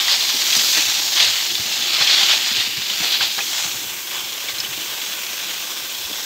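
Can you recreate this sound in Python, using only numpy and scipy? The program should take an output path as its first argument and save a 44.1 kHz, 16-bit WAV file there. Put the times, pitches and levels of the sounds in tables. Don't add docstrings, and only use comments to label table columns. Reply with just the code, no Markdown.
import sys
import numpy as np
from scipy import signal
from scipy.io import wavfile
from scipy.ndimage import uniform_filter1d

SR = 44100
rng = np.random.default_rng(int(sys.argv[2]) if len(sys.argv) > 2 else 0)


def boost_factor(decibels):
    exponent = np.asarray(decibels, float) / 20
    return 10 ** exponent


def unload_wav(signal):
    wavfile.write(
        sys.argv[1],
        SR,
        np.round(np.clip(np.atleast_2d(signal).T, -1, 1) * 32767).astype(np.int16),
    )


N = 275620


def evened(x):
    return x / np.sqrt(np.mean(x ** 2) + 1e-20)


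def colour(x, points, ridges=(), size=4096):
    point_hz, point_db = np.transpose(points)
    hz = abs(np.fft.fftfreq(size, 1 / SR))
    db = np.interp(np.log(hz + 1), np.log(point_hz + 1), point_db)
    for at_hz, width_hz, lift_db in ridges:
        db = db + lift_db / (1 + (2 * (hz - at_hz) / width_hz) ** 2)
    log_gain = np.log(boost_factor(db))
    phase = -signal.hilbert(log_gain).imag
    taps = np.fft.ifft(np.exp(log_gain + 1j * phase)).real
    return evened(signal.oaconvolve(x, taps[:size // 2])[:N])


def drift(t, low_hz, high_hz, count=40):
    hz = np.geomspace(low_hz, high_hz, count) * rng.uniform(0.94, 1.05, count)
    cycles = np.outer(t, hz) + rng.random(count)
    return evened(np.sin(2 * np.pi * cycles).sum(1))


def bursts(t, per_s, decay_s):
    step = t[1] - t[0]
    starts = np.minimum(rng.exponential(1, len(t)), 2.5) * (rng.random(len(t)) < per_s * step)
    trail = signal.lfilter([1], [1, -np.exp(-step / decay_s)], starts)
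    return evened(trail - uniform_filter1d(trail, 120))


def patches(bins, frames, bins_wide, frames_long):
    field = rng.standard_normal((frames, bins))
    field = uniform_filter1d(field, frames_long, 0)
    return evened(uniform_filter1d(field, bins_wide, 1)).T


def kernels(per_s, spread_db, blur):
    size = boost_factor(spread_db * np.minimum(rng.exponential(1, N), 4.5))
    landed = rng.random(N) < per_s / SR
    taps = evened(size * rng.choice([-1., 1.], N) * landed)
    return np.sqrt(1 - blur) * taps + np.sqrt(blur) * rng.standard_normal(N)


def swells(t, rows, tail):
    peak_s, db, half_s = np.transpose(rows)[:3, :, None]
    half_s = np.where(t > peak_s, half_s * tail, half_s)
    return boost_factor(2 * db) * np.exp(-((t - peak_s) / half_s) ** 2)


def blows(events, rise_s, octaves, scatter_db, trim_db):
    out = np.zeros(N + SR)
    t = np.arange(SR // 5) / SR
    for start_s, db, hz, t60_s in events:
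        shape = (1 - np.exp(-t / rise_s)) * boost_factor(-60 * t / np.clip(t60_s, .01, .4))
        ring = np.sin(2 * np.pi * (hz * t + rng.random()))
        band = signal.butter(2, hz * 2. ** np.array([-octaves, octaves]), "band", fs=SR)
        scatter = evened(signal.lfilter(*band, rng.standard_normal(len(t))))
        blow = shape / shape.max() * (ring + boost_factor(scatter_db) * scatter)
        at = round(start_s * SR)
        out[at:at + len(t)] += boost_factor(db + trim_db) * blow
    return out[:N]


# peak time in seconds, level in dB, half-length in seconds.
GUSTS = [(0.12, -61, 0.13), (0.7, -57, 0.23), (1.65, -58, .12), (2.05, -58.5, 0.3), (2.75, -58, .12),
         (3.05, -63, .15), (3.757, -53, .13), (4.688, -52, 0.14), (5.3, -61, .08), (6.08, -60, 0.051),
         (0.95, -60, .1), (3.4, -61.5, .05), (4.15, -66, .1)]
# frequency in Hz, level in dB per Hz.
AIR_SPECTRUM = [(18, -47), (30, -17), (108, 5.5), (150, 5), (200, -27), (330, -120)]


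def moving_air():
    t, slow = np.arange(N) / SR, np.arange(0, N / SR + 1, .005)
    calm_db = -64
    air_db = 10 * np.log10(boost_factor(2 * calm_db) + swells(slow, GUSTS, 1).sum(0))
    air_db = np.interp(t, slow, air_db + 3.2 * drift(slow, 3, 18))
    return boost_factor(air_db) * colour(kernels(90, 1.5, 0.98), AIR_SPECTRUM)


# frequency in Hz, level in dB per Hz.
BAG_SPECTRUM = [(88, -24), (150, -10), (199, 0), (264, -3.5), (365, 0.5), (420, -1.5), (520, -6.5),
                (680, -22), (1140, -120)]
# frequency in Hz, width in Hz, lift in dB.
BAG_RIDGES = [(338, 67, 5.5)]


def bag_rustle():
    t, slow = np.arange(N) / SR, np.arange(0, N / SR + 1, .005)
    pour_s, pour_db, _ = np.transpose(POUR)
    usual_db, follows, gust_db = -46, 0.38, 1.5
    filling_db = usual_db + follows * (np.interp(slow, pour_s, pour_db) - USUAL_HEAP_DB)
    bag_db = 10 * np.log10(boost_factor(2 * filling_db) + boost_factor(2 * gust_db) * swells(slow, GUSTS, 1).sum(0))
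    bag_db = np.interp(t, slow, bag_db + 1.7 * drift(slow, 2.4, 30))
    return boost_factor(bag_db) * colour(kernels(600, 1.4, 0.9), BAG_SPECTRUM, BAG_RIDGES)


# start in seconds, peak level in dB, pitch in Hz, time to fade by 60 dB in seconds.
CLINKS = [(4.4835, -27, 2260, .06), (4.503, -29, 2150, 0.037), (4.5835, -23, 4100, 0.043),
          (4.6005, -16, 5170, 0.04), (4.6005, -24, 4520, 0.056), (4.647, -21, 3010, .05)]


def pallet_clinks():
    return blows(CLINKS, rise_s=0.00085, octaves=0.3, scatter_db=-9, trim_db=0.26)


# start in seconds, peak level in dB, pitch in Hz, time to fade by 60 dB in seconds.
KNOCKS = [(1.17, -29, 800, .12), (2.01, -22.5, 710, 0.092), (3.02, -26, 707, 0.51),
          (3.209, -21.5, 900, .07), (3.379, -19.5, 802, 0.17), (3.39, -26, 1290, 0.096),
          (4.14, -40.5, 900, 0.066), (6.13, -27.5, 1120, 0.098)]


def frame_knocks():
    return blows(KNOCKS, rise_s=0.0024, octaves=0.89, scatter_db=3.56, trim_db=-13.5)


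# start in seconds, peak level in dB, pitch in Hz, time to fade by 60 dB in seconds.
RATTLES = [(0.07, -19.5, 4100, .38), (1.17, -24, 4100, 0.35), (2.07, -20.5, 4100, .38),
           (3.12, -22.5, 4100, .2), (2.56, -25, 3100, 0.22)]


def lip_rattles():
    return blows(RATTLES, rise_s=0.042, octaves=0.24, scatter_db=13.7, trim_db=-15.5)


# start in seconds, peak level in dB, pitch in Hz.
PINGS = [(0.5266, -1, 3330), (0.564, -1.5, 5730), (0.5933, -1.5, 3420), (0.774, -10, 4330),
         (1.1667, -6, 3340), (1.179, -5, 3790), (1.2, 2, 3340), (1.247, -3, 3950), (1.5035, -7, 3360),
         (1.551, -4, 3490), (2.0732, 1.5, 3260), (2.5604, -5.5, 3380), (2.605, -6, 3550),
         (2.818, -10, 3720), (2.8966, -5, 3030), (3.1247, -9, 4120), (3.224, -12, 4560), (3.4037, -9, 2530),
         (4.4466, -15, 3470), (4.4842, -12, 3600), (4.5017, -13.5, 4190), (4.583, -16, 3640),
         (4.586, -20, 5640), (4.601, -15, 2960), (4.7276, -12, 2700), (5.0148, -10, 3400),
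         (5.499, -16, 3020), (5.9452, -15, 3280), (6.0497, -14, 3430), (6.1298, -12.5, 3400)]


def steel_pings():
    t60_s = 0.045
    events = [(*ping, t60_s) for ping in PINGS]
    return blows(events, rise_s=0.0019, octaves=0.44, scatter_db=-2.1, trim_db=-13.0)


# start in seconds, peak level in dB, pitch in Hz, time to fade by 60 dB in seconds.
BUMPS = [
    (1.245, -47, 112, 0.38),
    (3.86, -44, 111, 0.069),
    (6.04, -43, 70, 0.055),
]


def bag_bumps():
    return blows(BUMPS, rise_s=0.025, octaves=0.54, scatter_db=-8, trim_db=0.1)


# start in seconds, peak level in dB, pitch in Hz, time to fade by 60 dB in seconds.
THUMPS = [(0.338, -28.5, 265, 0.09), (0.556, -27, 245, 0.15), (0.773, -28, 314, 0.11),
          (0.995, -37, 328, 0.056), (1.594, -27.5, 130, 0.072), (1.654, -34, 225, 0.09),
          (1.781, -35, 250, 0.15), (2.003, -29, 159, 0.1), (2.378, -35.5, 160, 0.097),
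          (2.508, -33, 216, 0.12), (2.577, -32, 106, 0.077), (2.664, -34, 198, 0.11),
          (2.771, -34, 120, 0.12), (2.903, -34, 326, 0.09), (3.001, -26, 126, 0.043),
          (3.203, -38, 129, 0.2), (3.375, -40, 214, 0.11), (3.638, -34, 115, 0.09), (3.739, -39, 130, 0.09),
          (4.232, -40, 114, 0.09), (4.77, -34, 312, 0.13), (6.098, -33, 298, 0.13)]


def bag_thumps():
    return blows(THUMPS, rise_s=0.0048, octaves=1.0, scatter_db=-0.78, trim_db=-6.5)


# start in seconds, peak level in dB, pitch in Hz, time to fade by 60 dB in seconds.
SLAPS = [(0.081, -13, 1990, 0.06), (0.607, -14, 1940, 0.047), (0.77, -14, 1940, 0.11),
         (1.167, -21, 2180, 0.06), (2.01, -10.5, 1590, 0.056), (2.283, -18, 2150, 0.055),
         (2.612, -15, 1910, 0.043), (3.207, -8, 1590, 0.036), (3.386, -11.5, 1710, 0.042),
         (4.487, -27, 2230, 0.055)]


def cloth_slaps():
    return blows(SLAPS, rise_s=0.0021, octaves=0.7, scatter_db=-1, trim_db=-11.0)


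# time in seconds, patter on the heap in dB,
# hardness of the landing in dB per octave across the patter.
POUR = [(0.0, -21, -2), (0.4, -21, 4), (0.68, -19.5, 6), (0.9, -20.5, -0.5), (1.08, -22.5, 7.5),
        (1.55, -24.5, 2), (1.88, -22.5, 1), (2.2, -17, -4.5), (2.42, -21.5, -2.5), (2.72, -27, -4),
        (2.95, -23, -1), (3.2, -22.5, -1), (3.33, -26, 1), (3.8, -28.5, 2), (4.05, -31.5, 0.3),
        (4.4, -29.5, 2), (5.1, -29, -1), (5.9, -30.5, 3)]
# peak time in seconds, level in dB, half-length in seconds,
# hardness in dB per octave.
SURGES = [(0.115, -18, 0.034, 3), (0.293, -24, 0.012, 1.5), (0.55, -23, 0.034, -2), (0.604, -30, 0.027, 0),
          (0.776, -19.5, 0.027, -5), (1.203, -15, 0.038, 0.3), (1.287, -21.5, 0.09, -3),
          (1.445, -32, 0.016, 1.5), (1.78, -27.5, 0.056, 6), (1.962, -18.5, 0.026, -4),
          (2.02, -16, 0.016, 9), (2.1, -19.5, 0.027, 7), (2.164, -19, 0.068, 9), (2.312, -16.5, .03, -1),
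          (2.47, -22, 0.033, 3), (2.599, -21, 0.047, -2), (2.756, -28.5, .04, -2), (2.914, -29, 0.019, -2),
          (3.038, -19.5, 0.013, 2), (3.088, -24, 0.017, -2), (3.138, -22, 0.022, 5), (3.228, -19, 0.021, 3),
          (3.395, -31, 0.033, -3), (3.46, -33, 0.013, 6), (3.578, -25, 0.05, 1), (4.152, -28.5, 0.036, -2),
          (4.497, -33, 0.019, 1), (5.447, -33, 0.069, 2), (5.046, -33.5, 0.038, 10),
          (6.21, -32.5, 0.057, 1.5)]
USUAL_HEAP_DB = -21


def landing(t):
    pour_s, steady_db, steady_hardness = np.transpose(POUR)
    steady = boost_factor(2 * np.interp(t, pour_s, steady_db))
    slugs = swells(t, SURGES, 1.4)
    power = steady + slugs.sum(0)
    hardness = steady * np.interp(t, pour_s, steady_hardness) + np.transpose(SURGES)[3] @ slugs
    return 10 * np.log10(power), hardness / power


# lowest frequency in Hz, highest frequency in Hz.
PARTS_HZ = [
    (550, 2000),
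    (2200, 5200),
    (5500, 8500),
    (10500, 15700),
]


def played(x, field_db, levels_db):
    hz, _, z = signal.stft(x, SR, nperseg=256, noverlap=192)
    whole = (abs(z) ** 2).mean(1)
    own_db = [10 * np.log10(whole[(hz > lo) & (hz < hi)].sum() / whole.sum()) for lo, hi in PARTS_HZ]
    flat_hz = np.log(np.ravel(PARTS_HZ) * np.tile([1.15, 1 / 1.15], len(PARTS_HZ)))
    shares = [np.interp(np.log(hz + 1), flat_hz, np.repeat(row, 2)) for row in np.eye(len(PARTS_HZ))]
    lift_db = np.transpose(shares) @ (levels_db - np.array(own_db)[:, None])
    return z * boost_factor(lift_db + field_db)


# frequency in Hz, level in dB per Hz.
FACING = [(310, -45), (520, -20.5), (808, -14.5), (893, -15.5), (1430, -14), (1560, -13.5), (1740, -11),
          (1900, -9.5), (3400, -1), (7030, -13.5), (10000, -26), (12200, -15), (15600, -14.5)]
# frequency in Hz, level in dB per Hz.
AWAY = [(310, -24), (520, -6.5), (635, -8.5), (1110, -4), (1310, -8), (1490, -5), (1720, -6.5),
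        (3350, -1.5), (4860, -9.5), (5290, -8), (10300, -16.5), (13000, -3), (15600, -4)]
# frequency in Hz, width in Hz, lift in dB.
FACING_RIDGES = [(811, 7.7, 8), (1590, 32, 4.5), (3550, 170, -0.5), (4230, 1100, 3.5), (4900, 150, 2.5),
                 (6120, 88, -2), (6940, 240, 1.5)]
AWAY_RIDGES = [(1190, 48, 3.6), (1576, 170, 4.5), (3400, 83, 1.1), (5060, 120, 0.5)]
# time in seconds, share turned away from 0 to 1.
TURN = [
    (3.3, 0.02),
    (3.9, 0.85),
]
# time in seconds, hiss in dB.
CHUTE = [(0.0, -33.5), (0.35, -32.5), (0.57, -29), (0.75, -29), (0.9, -32), (1.25, -33), (1.55, -34.5),
         (1.85, -35.5), (2.35, -34), (2.55, -36), (2.85, -37.5), (3.05, -32.5), (3.3, -35), (3.75, -34),
         (4.0, -35), (4.35, -36), (5.0, -35), (6.25, -35.5)]
# peak time in seconds, lift of the brittle edge in dB,
# half-length in seconds.
SWING = [
    (2.8, 0.2, .15),
    (3.15, -4.5, 0.14),
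    (3.55, 3, 0.21),
]
CLUMP_DB = [0.98, 1.06, 0.61, .25]


def stream():
    hz, t, _ = signal.stft(np.zeros(N), SR, nperseg=256, noverlap=192)
    heap_db, hardness = landing(t)
    chute_db = np.interp(t, *np.transpose(CHUTE))
    away = np.clip(np.interp(t, *np.transpose(TURN)), 0, 1)

    more_heap, more_chute = heap_db - USUAL_HEAP_DB, chute_db + 33
    cloth_db = -35 + 1.18 * more_heap + 0.07 * more_chute + 7.5 * np.sqrt(away)
    edge_db = -26 + 0.58 * more_heap + 0.79 * more_chute
    for peak_s, lift_db, half_s in SWING:
        edge_db = edge_db + lift_db * np.exp(-((t - peak_s) / half_s) ** 2)

    clumps = 0.79 * drift(t, 9.9, 70) + 0.5 * bursts(t, 70, 0.0055)
    own_lumps_db = np.array([db * drift(t, 8.4, 55) for db in (0.73, 0.42, 0.43, 0.42)])
    levels_db = np.array([cloth_db, heap_db, edge_db, chute_db]) + np.outer(CLUMP_DB, clumps) + own_lumps_db

    octaves = np.log2((hz + 1) / 3500)
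    slope = octaves * np.exp(-2 * octaves ** 2)
    blotchy_db = np.interp(hz, [6500, 10000], [1.3, .5])[:, None] * patches(len(hz), len(t), 2, 80)
    field_db = np.outer(slope, hardness) + blotchy_db * (1 - 0.12 * away)

    split_hz = 7000
    impacts = signal.lfilter(*signal.butter(2, split_hz, fs=SR), kernels(5000, 2.8, 0.27))
    hiss = signal.lfilter(*signal.butter(2, split_hz, "high", fs=SR), rng.standard_normal(N))
    grain = impacts + hiss
    facing = played(colour(grain, FACING, FACING_RIDGES), field_db, levels_db)
    behind = played(colour(grain, AWAY, AWAY_RIDGES), field_db, levels_db)
    return signal.istft((1 - away) * facing + away * behind, SR, nperseg=256, noverlap=192)[1][:N]


def scene():
    background = moving_air() + bag_rustle() + pallet_clinks()
    steel = frame_knocks() + lip_rattles() + steel_pings()
    bag = bag_bumps() + bag_thumps() + cloth_slaps()
    return np.tile(background + steel + bag + stream(), (2, 1))


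def band_limit(x):
    return signal.sosfilt(signal.butter(12, 17080, fs=SR, output="sos"), x)


def record(dry):
    ceiling, top_hz = 0.95, 15735
    thin = signal.sosfilt(signal.butter(3, 55, "high", fs=SR, output="sos"), dry)
    limited = ceiling * np.tanh(thin / ceiling)
    top_filter = signal.firwin(2047, top_hz, window=("kaiser", 11), fs=SR)
    limited = signal.oaconvolve(limited, top_filter[None], "same")
    return band_limit(limited)


dry = scene()
out = record(dry)
unload_wav(out)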